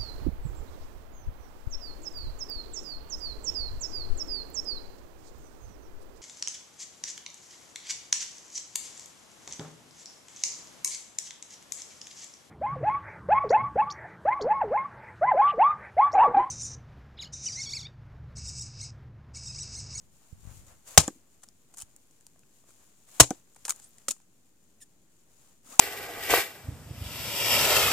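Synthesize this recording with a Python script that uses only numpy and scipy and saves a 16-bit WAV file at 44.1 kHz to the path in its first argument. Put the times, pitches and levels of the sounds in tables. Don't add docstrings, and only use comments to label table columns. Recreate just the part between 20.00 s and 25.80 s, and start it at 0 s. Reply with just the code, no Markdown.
import sys
import numpy as np
from scipy import signal
from scipy.fft import rfft, irfft, next_fast_len
from scipy.io import wavfile
from scipy.ndimage import map_coordinates

SR = 44100
rng = np.random.default_rng(int(sys.argv[2]) if len(sys.argv) > 2 else 0)


def waveform_to_disk(signal):
    frames = np.transpose(np.atleast_2d(signal))
    scaled = np.clip(frames, -1, 1) * 32767
    samples = np.round(scaled).astype(np.int16)
    wavfile.write(sys.argv[1], SR, samples)


def decibels_to_gain(level_db):
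    exponent = np.asarray(level_db, float) / 20
    return 10 ** exponent


N = 255780

# frequency in Hz, level in dB per Hz.
VALLEY = [(20, -0.5), (45, -3.5), (100, 0), (220, 1), (350, -3), (700, -14.5), (1500, -23.5), (4000, -48.5)]
# frequency in Hz, level in dB per Hz.
BUFFET = [(20, -9), (50, 1), (90, 1.5), (160, -5), (300, -22), (800, -61.5)]
# time in seconds, level in dB, left over right in dB.
GUSTS = [(0.0, -56.5, 5), (0.26, -70, 1.2), (0.335, -51, -16), (0.43, -54, 16), (0.51, -45, 15),
         (0.67, -58, -7), (0.89, -64, 5), (1.3, -74, -5), (1.76, -73, -1.3), (1.84, -64, -12),
         (2.1, -73, -1.2), (2.6, -78, -4), (2.93, -72, -1.5), (3.1, -77, 1.2), (3.57, -74, 3),
         (3.69, -63, -3), (4.42, -82, 0.35), (5.7, -70, -1.24)]
# time in seconds, peak in dB, pitch in Hz, left over right in dB.
PUFFS = [(0.331, -30.5, 83.4, -23), (0.383, -42, 40.4, 20), (0.436, -40, 92, 25), (0.455, -32, 88, 23.0),
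         (0.476, -28.5, 80, 29), (0.495, -29, 40.4, 19), (0.516, -33, 94.2, 17), (0.575, -43, 96.9, 11),
         (0.596, -39, 61.4, 14), (0.68, -43.5, 78, 15), (0.724, -47, 72.7, 12), (1.48, -53, 87, -3),
         (1.835, -41, 68.1, -15.5), (2.69, -55, 111, -0.5)]
# frequency in Hz, time to fade by 60 dB in seconds.
SLOPE = [(100, 0.22), (500, 0.12), (1500, 0.07), (3000, 0.14), (8000, 0.22), (15000, 0.12)]
# frequency in Hz, change in dB.
SOAKED = [(500, 0), (1400, -5), (2600, 0)]

# time in seconds, effort in dB.
MOVES = [(0.0, -69.5), (0.12, -74), (0.4, -69.5), (0.8, -69.5), (1.3, -70.5), (1.57, -72.5), (1.808, -67.5),
         (1.946, -70), (2.514, -71), (2.76, -65.5), (3.05, -70), (3.45, -71), (3.73, -62), (3.89, -67.5),
         (4.02, -65), (4.3, -74), (5.2, -73), (5.6, -74.5)]
# time in seconds, half length in seconds, peak effort in dB.
SURGES = [
    (.25, .13, -65.5),
    (.53, .11, -59.5),
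    (.705, .045, -60),
    (2.7, .04, -63.5),
    (5.42, .14, -65),
]
# start in seconds, fastest moment in seconds, its dB, dB at impact.
SWINGS = [
    (0.838, .88, -51.5, -54.5),
    (3.06, 3.18, -53, -53),
    (5.63, 5.72, -51.5, -58),
]
# frequency in Hz, level in dB per Hz.
FABRIC = [(1200, -26), (2500, -2.5), (5000, -3), (9000, -1.5), (15000, -5)]
# frequency in Hz, level in dB per Hz.
SWISH = [(200, -23), (500, 1), (1000, -0.5), (2000, -6), (3500, -15), (8000, -54.5)]

# time in seconds, pitch in Hz, level in dB.
CHIRP = [
    (3.832, 7620, -75.5),
    (3.845, 8200, -50.5),
    (3.86, 9660, -64),
    (3.876, 10800, -56),
    (3.884, 11700, -66),
    (3.888, 12900, -56),
    (3.9, 15040, -64.5),
    (3.906, 15740, -84),
]
# time in seconds, pitch in Hz, level in dB.
SQUEAK = [
    (4.803, 1990, -72),
    (4.811, 1920, -63),
    (4.815, 1890, -55),
    (4.822, 1790, -54),
    (4.826, 1715, -55),
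    (4.832, 1720, -58),
    (4.837, 1790, -62),
    (4.843, 1860, -72),
    (4.85, 1800, -94),
]
# time in seconds, pitch in Hz, level in dB.
WHISTLE = [
    (5.72, 950, -72),
    (5.736, 1220, -52),
    (5.748, 1340, -56),
    (5.758, 1380, -80),
]

# start in seconds, length in seconds,
# level in dB, # share through the wood in dB, time to fade by 60 dB in seconds.
SCRAPES = [(0.997, .012, -32, -12, .06), (1.0712, .003, -50, -25, .01), (1.4315, 0.011, -57, -4, .02),
           (1.7387, .006, -56.5, -5.5, .015), (1.769, .01, -57.5, -12, 0.023),
           (1.786, 0.0063, -52, -13, .02), (1.799, .009, -51, -11, .02), (1.811, .016, -54, -10, 0.048),
           (3.1985, .001, -15, -6, .01), (3.22, .012, -32.5, -11, .05), (3.5605, 0.006, -60, -6, .03),
           (3.6535, .004, -43, -5, .065), (3.6798, 0.036, -47, -7, .05), (3.693, 0.0013, -34, -13, .01),
           (3.818, .03, -61, -15, .2), (4.083, 0.003, -26, -24, 0.032), (4.09, .015, -51, -24, .03),
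           (4.1068, 0.004, -28, -20, 0.025), (4.101, .003, -55, -18, .02), (0.871, .012, -56, -30, .02),
           (4.21, .01, -69, -30, .03), (5.66, .015, -63, -30, .03), (1.776, .022, -61, -4, .02),
           (4.113, 0.0026, -46, -16, 0.07), (5.7936, .0015, -9, -12, .01)]
# frequency in Hz, width in Hz, level in dB.
WOOD = [(506, 250, -6), (840, 300, -1), (1300, 320, 1), (1840, 200, -3.5), (3150, 200, -5.5)]
# frequency in Hz, level in dB per Hz.
EDGE = [(800, -29.5), (2500, -6.5), (6000, -0.5), (9000, 2.5), (12000, -7.5), (15500, -10.5)]

# frequency in Hz, level in dB per Hz.
FIBRE = [(800, -32), (2500, -13), (4500, -9), (6500, 0), (9000, 2.5), (12000, -5), (15500, -10.5)]
# time in seconds, peak in dB.
SNAPS = [(1.425, -47), (1.4385, -39), (1.487, -38), (1.7632, -45), (1.7448, -40), (1.7712, -30),
         (1.7736, -31), (1.7885, -34), (1.7915, -37), (1.8019, -38), (1.8172, -33), (1.8228, -33),
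         (1.7824, -29), (1.7864, -36.5), (1.8009, -34.5), (1.8046, -34.5), (1.8138, -28), (1.8205, -22),
         (1.9625, -35.5), (2.1096, -47.5), (2.2665, -30.5), (2.3921, -43), (3.2079, -7.5), (3.5465, -47),
         (3.6626, -33.5), (3.6674, -29.5), (3.7002, -13), (3.6915, -27), (3.6948, -15), (3.7092, -28),
         (3.6437, -44), (3.7604, -33), (3.794, -41)]
# time in seconds, peak in dB, wood tone in dB, wood tone in Hz.
TAPS = [(0.8794, -47, -14, 611), (1.4198, -47.5, -19, 1140), (1.435, -33.5, -19, 1880),
        (1.4364, -42.5, -8.5, 840), (1.4798, -49, -15, 657), (1.739, -39.5, -14, 750),
        (2.2088, -46, -15.5, 1650), (2.3592, -53.5, 0.5, 625), (2.4337, -58, -3, 1450),
        (2.6397, -59, 3.5, 670), (2.6894, -55.5, 0.4, 614), (2.7048, -45.5, -12.5, 1370),
        (3.0884, -45.5, -10.5, 1163), (3.2313, -13, -12, 1008), (3.5632, -46, 0, 853),
        (3.6508, -30, -23, 1864), (3.6802, -23, -14, 980), (3.6825, -30, 0.5, 950),
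        (3.7053, -11.5, -17, 1380), (3.694, -13, -17, 1280), (3.7123, -29, -22, 1250),
        (3.7209, -23, -15.5, 1150), (3.7985, -33, -20, 830), (3.9828, -37, -20.5, 1940),
        (4.164, -49, -9, 1100), (4.2007, -47, -10, 902)]
# multiple of the wood tone, level in dB.
TAP_TONES = [(1, 3.5), (1.7, -2.5), (2.6, -6)]
# time in seconds, peak in dB, pitch in Hz, 60 dB fade in seconds.
CLICKS = [(3.6526, -13, 5500, .0015), (3.6526, -16, 9800, .0015), (3.6526, -24, 2800, .002),
          (3.649, -44, 3300, .005), (3.6805, -28, 10200, .003), (5.7913, -34, 2500, .004),
          (5.791, -40, 7200, .004), (1.004, -28, 4100, .012), (0.985, -20, 2250, .012),
          (3.2315, -24, 7000, .004), (4.804, -60, 2700, .012), (1.822, -34, 5800, .003),
          (1.0787, -36, 3200, .006), (3.655, -36, 3300, .006), (1.0787, -23, 7200, .004),
          (2.0715, -54, 11000, .003), (2.267, -40, 4800, .003), (1.8212, -30, 9500, .002),
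          (1.8145, -36, 10500, .003), (3.5476, -46, 8000, .002), (3.5615, -49, 8500, .003),
          (3.5626, -45, 8500, .004), (3.5936, -52, 8000, .003), (3.537, -56, 7000, .003),
          (3.836, -54, 6200, .006), (3.8362, -56, 12500, .004), (3.908, -52, 10800, .004),
          (3.9082, -58, 7800, .004), (1.4875, -38, 5400, .003), (2.2092, -50, 8000, .002),
          (2.434, -54, 2600, .004), (3.706, -24, 7000, .003), (1.745, -44, 7500, .002),
          (3.9832, -44, 8500, .003), (4.0825, -26, 7000, .002)]

# time in seconds, tick in dB, knock in dB, hollow tone in Hz,
# contact in seconds.
REBOUNDS = [
    (1.0789, -23.5, -20.5, 290, 0.0024),
    (3.3057, -22.5, -18, 277, 0.003),
]
FAR_EDGE_DELAYS = [
    .0004,
    .002,
]
# multiple of the hollow tone, level in dB, share of its fade time.
LANDING = [(.8, -2, 1.04), (1.02, 5.5, 0.93), (1.7, -1.5, 0.89), (2.7, -1.5, 0.8), (3.5, -8.5, 0.65),
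           (4.4, -18, 1), (5.4, -13, 0.91), (7, -24, 0.15)]
# frequency in Hz, level in dB per Hz.
CLACK = [(800, -16), (3000, -9), (5000, -4), (7500, 1.5), (10000, -7), (15500, -19)]

# time in seconds, pitch in Hz, level in dB, 60 dB fade in seconds.
THUDS = [(0.98, 84, -6.5, 0.052), (0.9809, 149, -8.5, 0.052), (1.012, 95, -27, .06), (1.036, 75, -36, .08),
         (1.125, 400, -52, .03), (1.15, 340, -52, .03), (1.159, 270, -47, .04), (1.168, 310, -50, .03),
         (0.9762, 1300, -6, .014), (0.9764, 1560, -7, .013), (0.998, 520, -27, .04),
         (1.002, 1300, -30, .03), (1.006, 1030, -31, .03), (1.103, 310, -33, 0.028),
         (1.0805, 430, -22, .018), (1.08, 1750, -28, .014), (1.081, 1150, -30, .02),
         (1.098, 1600, -56, .03), (3.33, 520, -44, .02), (3.307, 750, -23, .022), (3.3135, 720, -24, .018),
         (3.292, 750, -38, .018), (3.3065, 1150, -36, .02), (3.3065, 2350, -36, .02),
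         (3.237, 950, -36, .03), (3.247, 760, -40, .03), (3.22, 850, -30, .03), (3.233, 420, -30, .04),
         (3.229, 4300, -28, .01), (1.803, 3040, -54.5, 0.065), (1.81, 2600, -48, .03),
         (1.8205, 3080, -33, 0.01), (2.688, 328, -51.5, 0.029), (3.204, 121.8, -10, 0.089),
         (3.2056, 66.97, -12, 0.066), (3.2024, 1550, 8, .011), (3.2032, 1260, 5, .012),
         (3.2016, 1780, 1.5, .012), (3.203, 297, -13, .06), (3.2012, 540, -.6, .016), (3.2, 3250, -3, .012),
         (5.7959, 1050, -1.5, .02), (5.7955, 560, -7, .02), (3.225, 1030, -24, 0.025),
         (3.229, 1600, -32, .015), (3.224, 330, -28, .03), (3.329, 333, -35.5, 0.03),
         (5.795, 138.8, -17.5, 0.073), (5.794, 65, -26, .06), (5.7945, 1550, -10, .014)]
# time in seconds, pitch in Hz,
# level in dB, 60 dB fade in seconds.
KNOCKS = [(3.69, 225, -48, 0.052), (4.083, 1300, -16.5, 0.013), (4.0819, 549, -28.5, 0.025),
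          (4.083, 259, -37, 0.05), (4.1, 270, -46, .07), (4.107, 600, -44, .03), (4.108, 420, -49, .04),
          (4.084, 880, -33, .015), (4.083, 370, -38, .03), (4.0825, 1890, -26, .014),
          (4.0828, 3250, -27, .012), (4.0875, 570, -41, .03), (4.106, 1060, -44, .025),
          (4.119, 1320, -46, .03), (3.6875, 900, -38, .02), (3.795, 1640, -52, .02),
          (4.083, 122, -51, 0.081), (5.671, 1300, -48, .02), (5.69, 260, -48, .04), (5.722, 250, -45, .04),
          (5.66, 270, -50, .04), (3.5525, 1200, -54, .015), (5.724, 600, -50, .02),
          (5.673, 1050, -50, .015), (1.475, 230, -56, .04)]
# time in seconds, crack in dB, tearing time in seconds, log knock in Hz, knock in dB.
BLOWS = [
    (0.9755, -3, 0.0044, 639.6, -2.5),
    (3.1993, -2.2, 0.0073, 630, -4.5),
    (5.7948, -3.5, .008, 790.3, -1.5),
]
# pitch in Hz, level in dB, time to fade by 60 dB in seconds.
LOG = [(290, -27, 0.15), (428, -18, 0.037), (760, -8.5, 0.028), (920, -15, 0.032), (1030, -17, 0.041),
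       (1300, -9.5, .014), (1573, -7.5, 0.011), (1850, -13, .018), (2900, -14, 0.011)]
# frequency in Hz, level in dB per Hz.
CRACK = [(100, -19.5), (600, 1.5), (2100, -8), (4200, -8.5), (6000, -5), (10000, -9.5), (13000, -17),
         (16000, -26.5)]
# frequency in Hz, change in dB.
DULLED = [(300, -1), (900, -2), (1600, -4), (2800, 2.5), (4500, 1.5), (7000, -2.5), (12500, -4),
          (16000, -14)]

# frequency in Hz, left over right in dB.
SHADE = [(300, -1), (1500, 2), (3000, 1), (7000, -2.5), (9500, -3), (13000, 1)]
# frequency in Hz, width in Hz, level in dB.
PORTS = [
    (7010, 900, 11.5),
    (8570, 1600, -3),
]


def unit(x):
    return x / np.sqrt(np.mean(x ** 2) + 1e-20)


def curves(rows, outside=None):
    s, *cols = np.transpose(rows)
    return [np.interp(np.arange(N) / SR, s, c, outside, outside) for c in cols]


def wobble(rate):
    points = rng.standard_normal(int(N * rate / SR) + 4)
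    return map_coordinates(points, [np.arange(N) * rate / SR])


def filtered(x, response):
    m = next_fast_len(x.shape[-1] + 8192)
    return irfft(rfft(x, m) * response(np.fft.rfftfreq(m, 1 / SR)), m)[..., :x.shape[-1]]


def along(points, hz):
    f, v = np.transpose(points)
    return np.interp(np.log(hz + 1), np.log(f), v)


def noise(spectrum, size=N, alike=0., mono_hz=1):
    def mix(hz):
        share = 1 - (1 - np.clip(alike, 0, 1)) / (1 + (mono_hz / (hz + 1)) ** 2)
        return decibels_to_gain(along(spectrum, hz)) * np.sqrt([share, 1 - share, 1 - share])

    common, *own = filtered(rng.standard_normal((3, size)), mix)
    return unit(common + np.array(own))


def peak(f, hz, width_hz, db):
    return decibels_to_gain(db) * 1j * f * width_hz / (hz * hz - f * f + 1j * f * width_hz)


def wooden(x):
    return filtered(x, lambda f: sum((-1) ** k * peak(f, *mode) for k, mode in enumerate(WOOD)))


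def ring(t, hz, db, t60, attack):
    return decibels_to_gain(db - 60 * t / t60) * (1 - np.exp(-t / attack)) * np.sin(2 * np.pi * hz * t)


def add(track, s, sound):
    spot = track[..., round(s * SR):][..., :sound.shape[-1]]
    spot += sound[..., :spot.shape[-1]]


def sides(pan_db):
    left = 1 / (1 + decibels_to_gain(-np.asarray(pan_db)))
    return 2 * np.array([left, 1 - left])


def outdoors():
    buffet_db, lean_db = curves(GUSTS)
    lumps = decibels_to_gain(2.8 * np.array([wobble(25), wobble(27)]))
    wind = decibels_to_gain(buffet_db - 3.5) * sides(lean_db) * unit(lumps) * noise(BUFFET, alike=0.04)
    t = np.arange(SR // 10) / SR
    for s, db, hz, pan_db in PUFFS:
        add(wind, s - .004, sides([pan_db]) * ring(t, hz, db + 4.5, t60=0.027, attack=0.0028))
    valley = decibels_to_gain(-69.5 + 0.66 * wobble(6.2)) * noise(VALLEY, alike=.72)
    hiss = decibels_to_gain(-75) * noise([(500, -5), (1500, 6), (9000, 0), (15000, 2.0)])
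    return wind + valley + hiss


def hillside(x):
    hz, _, z = signal.stft(rng.standard_normal((2, SR // 3)), SR, nperseg=128)
    t = np.arange(z.shape[-1]) * 64 / SR
    fade = decibels_to_gain(-60 * t / along(SLOPE, hz)[:, None])
    tail = signal.istft(z * fade, SR, nperseg=128)[1]
    late = np.pad(x, ((0, 0), (150, 0)))
    return signal.fftconvolve(late, tail / np.linalg.norm(tail[0]), axes=1)[:, :N]


def clothing():
    rest_db, jerk_db, jerk_s, settle_s = -71, -60.5, .025, .24
    effort_db, t = curves(MOVES)[0], np.arange(N) / SR
    for (start, fastest, fastest_db, impact_db), (blow, *_) in zip(SWINGS, BLOWS):
        times = [start, start + jerk_s, fastest, blow, blow + settle_s]
        levels = [rest_db, jerk_db, fastest_db, impact_db, rest_db]
        effort_db = np.maximum(effort_db, np.interp(t, times, levels, -99, -99))
    for s, half, db in SURGES:
        effort_db = np.maximum(effort_db, db - 6 * ((t - s) / half) ** 2)
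    wind_db = curves(GUSTS)[0]
    swish_db = rest_db - 7 + 1.06 * (effort_db - rest_db) + .15 * (wind_db - rest_db)
    grit = unit(decibels_to_gain(1.5 * wobble(400) + 1.2 * wobble(25)))
    rustle = decibels_to_gain(effort_db - 0.5) * grit * noise(FABRIC, alike=0.1)
    return rustle + decibels_to_gain(swish_db + 2.1 * wobble(27)) * noise(SWISH, alike=0.27)


def glide(rows, overtones_db, rough, flutter_db):
    hz, db = curves(rows)[0], curves(rows, outside=-150)[1]
    turn = 2 * np.pi * np.cumsum(hz * (1 + rough * wobble(480))) / SR
    tones = sum(decibels_to_gain(o) * np.sin((k + 1) * turn) for k, o in enumerate(overtones_db))
    return decibels_to_gain(db + flutter_db * wobble(150)) * tones


def squeaks():
    glove = glide(SQUEAK, overtones_db=[-8, -12, -8, -7, -1, -10, -16], rough=.013, flutter_db=3)
    rub = decibels_to_gain(curves(SQUEAK, outside=-150)[1] - 3) * noise(FABRIC, alike=0.29)
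    chirp = glide(CHIRP, overtones_db=[-4], rough=.01, flutter_db=3.5)
    whistle = glide(WHISTLE, overtones_db=[0], rough=.015, flutter_db=2.5)
    return chirp + glove + rub + whistle


def scrapes():
    bright, dull, t = np.zeros(N), np.zeros(N), np.arange(SR // 5) / SR
    for s, length, db, wood_db, t60 in SCRAPES:
        stroke = decibels_to_gain(db - 60 * np.maximum(t - length, 0) / t60) * (1 - np.exp(-t / 0.00053))
        add(bright, s, stroke)
        add(dull, s, decibels_to_gain(wood_db) * stroke)
    grit = unit(decibels_to_gain(2.2 * wobble(1200)))
    rubbing = rng.standard_normal(N) + 0.9 * rng.standard_normal((2, N))
    return grit * (bright * noise(EDGE, alike=.4) + dull * unit(wooden(rubbing)))


def ticks():
    out, t = np.zeros((2, N)), np.arange(SR // 20) / SR
    slips = [(*tap, EDGE, .006) for tap in TAPS]
    slips += [(*snap, -27, 900, FIBRE, .0045) for snap in SNAPS]
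    for s, db, wood_db, wood_hz, colour, t60 in slips:
        fade = (decibels_to_gain(-60 * t / t60) + decibels_to_gain(-21 - 60 * t / .04)) * (1 - np.exp(-t / .0002))
        burst = fade * noise(colour, size=len(t), alike=0.4)
        snap = decibels_to_gain(db - 8) * burst / np.abs(burst.mean(axis=0)).max()
        wood = sum(ring(t, k * wood_hz, db + wood_db + more_db, t60=0.011, attack=0.0005)
                   for k, more_db in TAP_TONES)
        add(out, s + .0006, snap + wood)
    return out


def clicks():
    out, t = np.zeros((2, N)), np.arange(SR // 20) / SR
    for s, db, hz, t60 in CLICKS:
        add(out, s, ring(t, hz, db, t60, attack=.0001))
    return out


def rebounds():
    out, t = np.zeros((2, N)), np.arange(SR // 8) / SR
    hollow_t60 = .029
    for (s, tick_db, knock_db, hz, contact), late in zip(REBOUNDS, FAR_EDGE_DELAYS):
        fade = decibels_to_gain(-60 * t / 0.007) + decibels_to_gain(-19 - 60 * t / .05)
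        clack = noise(CLACK, size=len(t), alike=.4, mono_hz=1500)
        tick = decibels_to_gain(tick_db) * fade * (1 - np.exp(-t / 0.00047)) * clack
        tones = sum(ring(t, hz * k, knock_db + db, hollow_t60 * share, contact) for k, db, share in LANDING)
        bark_fade = decibels_to_gain(knock_db - 14 - 60 * t / (0.92 * hollow_t60)) * (1 - np.exp(-t / contact))
        bark = bark_fade * noise(SWISH, size=len(t), alike=1.0)
        add(out, s, tick + bark)
        add(out, s + late, tones)
    return out


def thuds():
    out, t = np.zeros((2, N)), np.arange(SR // 3) / SR
    for s, hz, db, t60 in THUDS + KNOCKS:
        add(out, s, -ring(t, hz, db, t60, attack=.002))
    return out


def blows():
    out, t = np.zeros((2, N)), np.arange(SR // 3) / SR
    for s, crack_db, tear, knock_hz, knock_db in BLOWS:
        bite = 1 - np.exp(-t / .0007)
        after = np.maximum(t - tear, 0)
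        effort = bite * decibels_to_gain(-60 * after / 0.023)
        deep_effort = bite * decibels_to_gain(-60 * after / .012)
        fading = bite * (decibels_to_gain(-15.5 - 60 * t / .135) + decibels_to_gain(-41 - 60 * t / 0.4))
        splinters = 1 + .5 * np.sin(np.cumsum(rng.normal(0, 0.068, len(t))))
        tearing = noise(CRACK, size=len(t), alike=.3, mono_hz=1600)
        deep = filtered(tearing, lambda f: 1 / (1 + (f / 2200) ** 4))
        settling = 0.9 * splinters * fading * filtered(tearing, lambda f: decibels_to_gain(along(DULLED, f)))
        crack = effort * (tearing - deep) + deep_effort * deep + settling
        knock = ring(t, knock_hz, knock_db + 6, t60=.016, attack=.0011)
        strengths_db = rng.normal(0, 2.5, len(LOG))
        body = sum(ring(t, hz, knock_db + db + more, t60, attack=0.0019)
                   for (hz, db, t60), more in zip(LOG, strengths_db))
        add(out, s, decibels_to_gain(crack_db - 3.5) * splinters * crack + knock + body)
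    return out


def scene():
    work = squeaks() + scrapes() + ticks() + clicks() + rebounds() + thuds() + blows()

    def path(f):
        shade_db = along(SHADE, f) / 2
        return decibels_to_gain([shade_db, -shade_db]) * f / (f - 22j)

    direct = filtered(work, path)
    echo = decibels_to_gain(-24.5) * hillside(filtered(work, lambda f: decibels_to_gain(along(SOAKED, f))))
    return outdoors() + echo + clothing() + direct


def top_cut(x):
    return signal.sosfilt(signal.butter(12, 15450, fs=SR, output="sos"), x)


def record(dry):
    heard = filtered(dry, lambda f: np.array([1 + peak(f, *port) for port in PORTS]) * f / (f - 40j))
    clipped = heard / (1 + np.abs(heard) ** 8) ** (1 / 8)
    mix = clipped - .0007
    return top_cut(mix)


dry = scene()
out = record(dry)
waveform_to_disk(out)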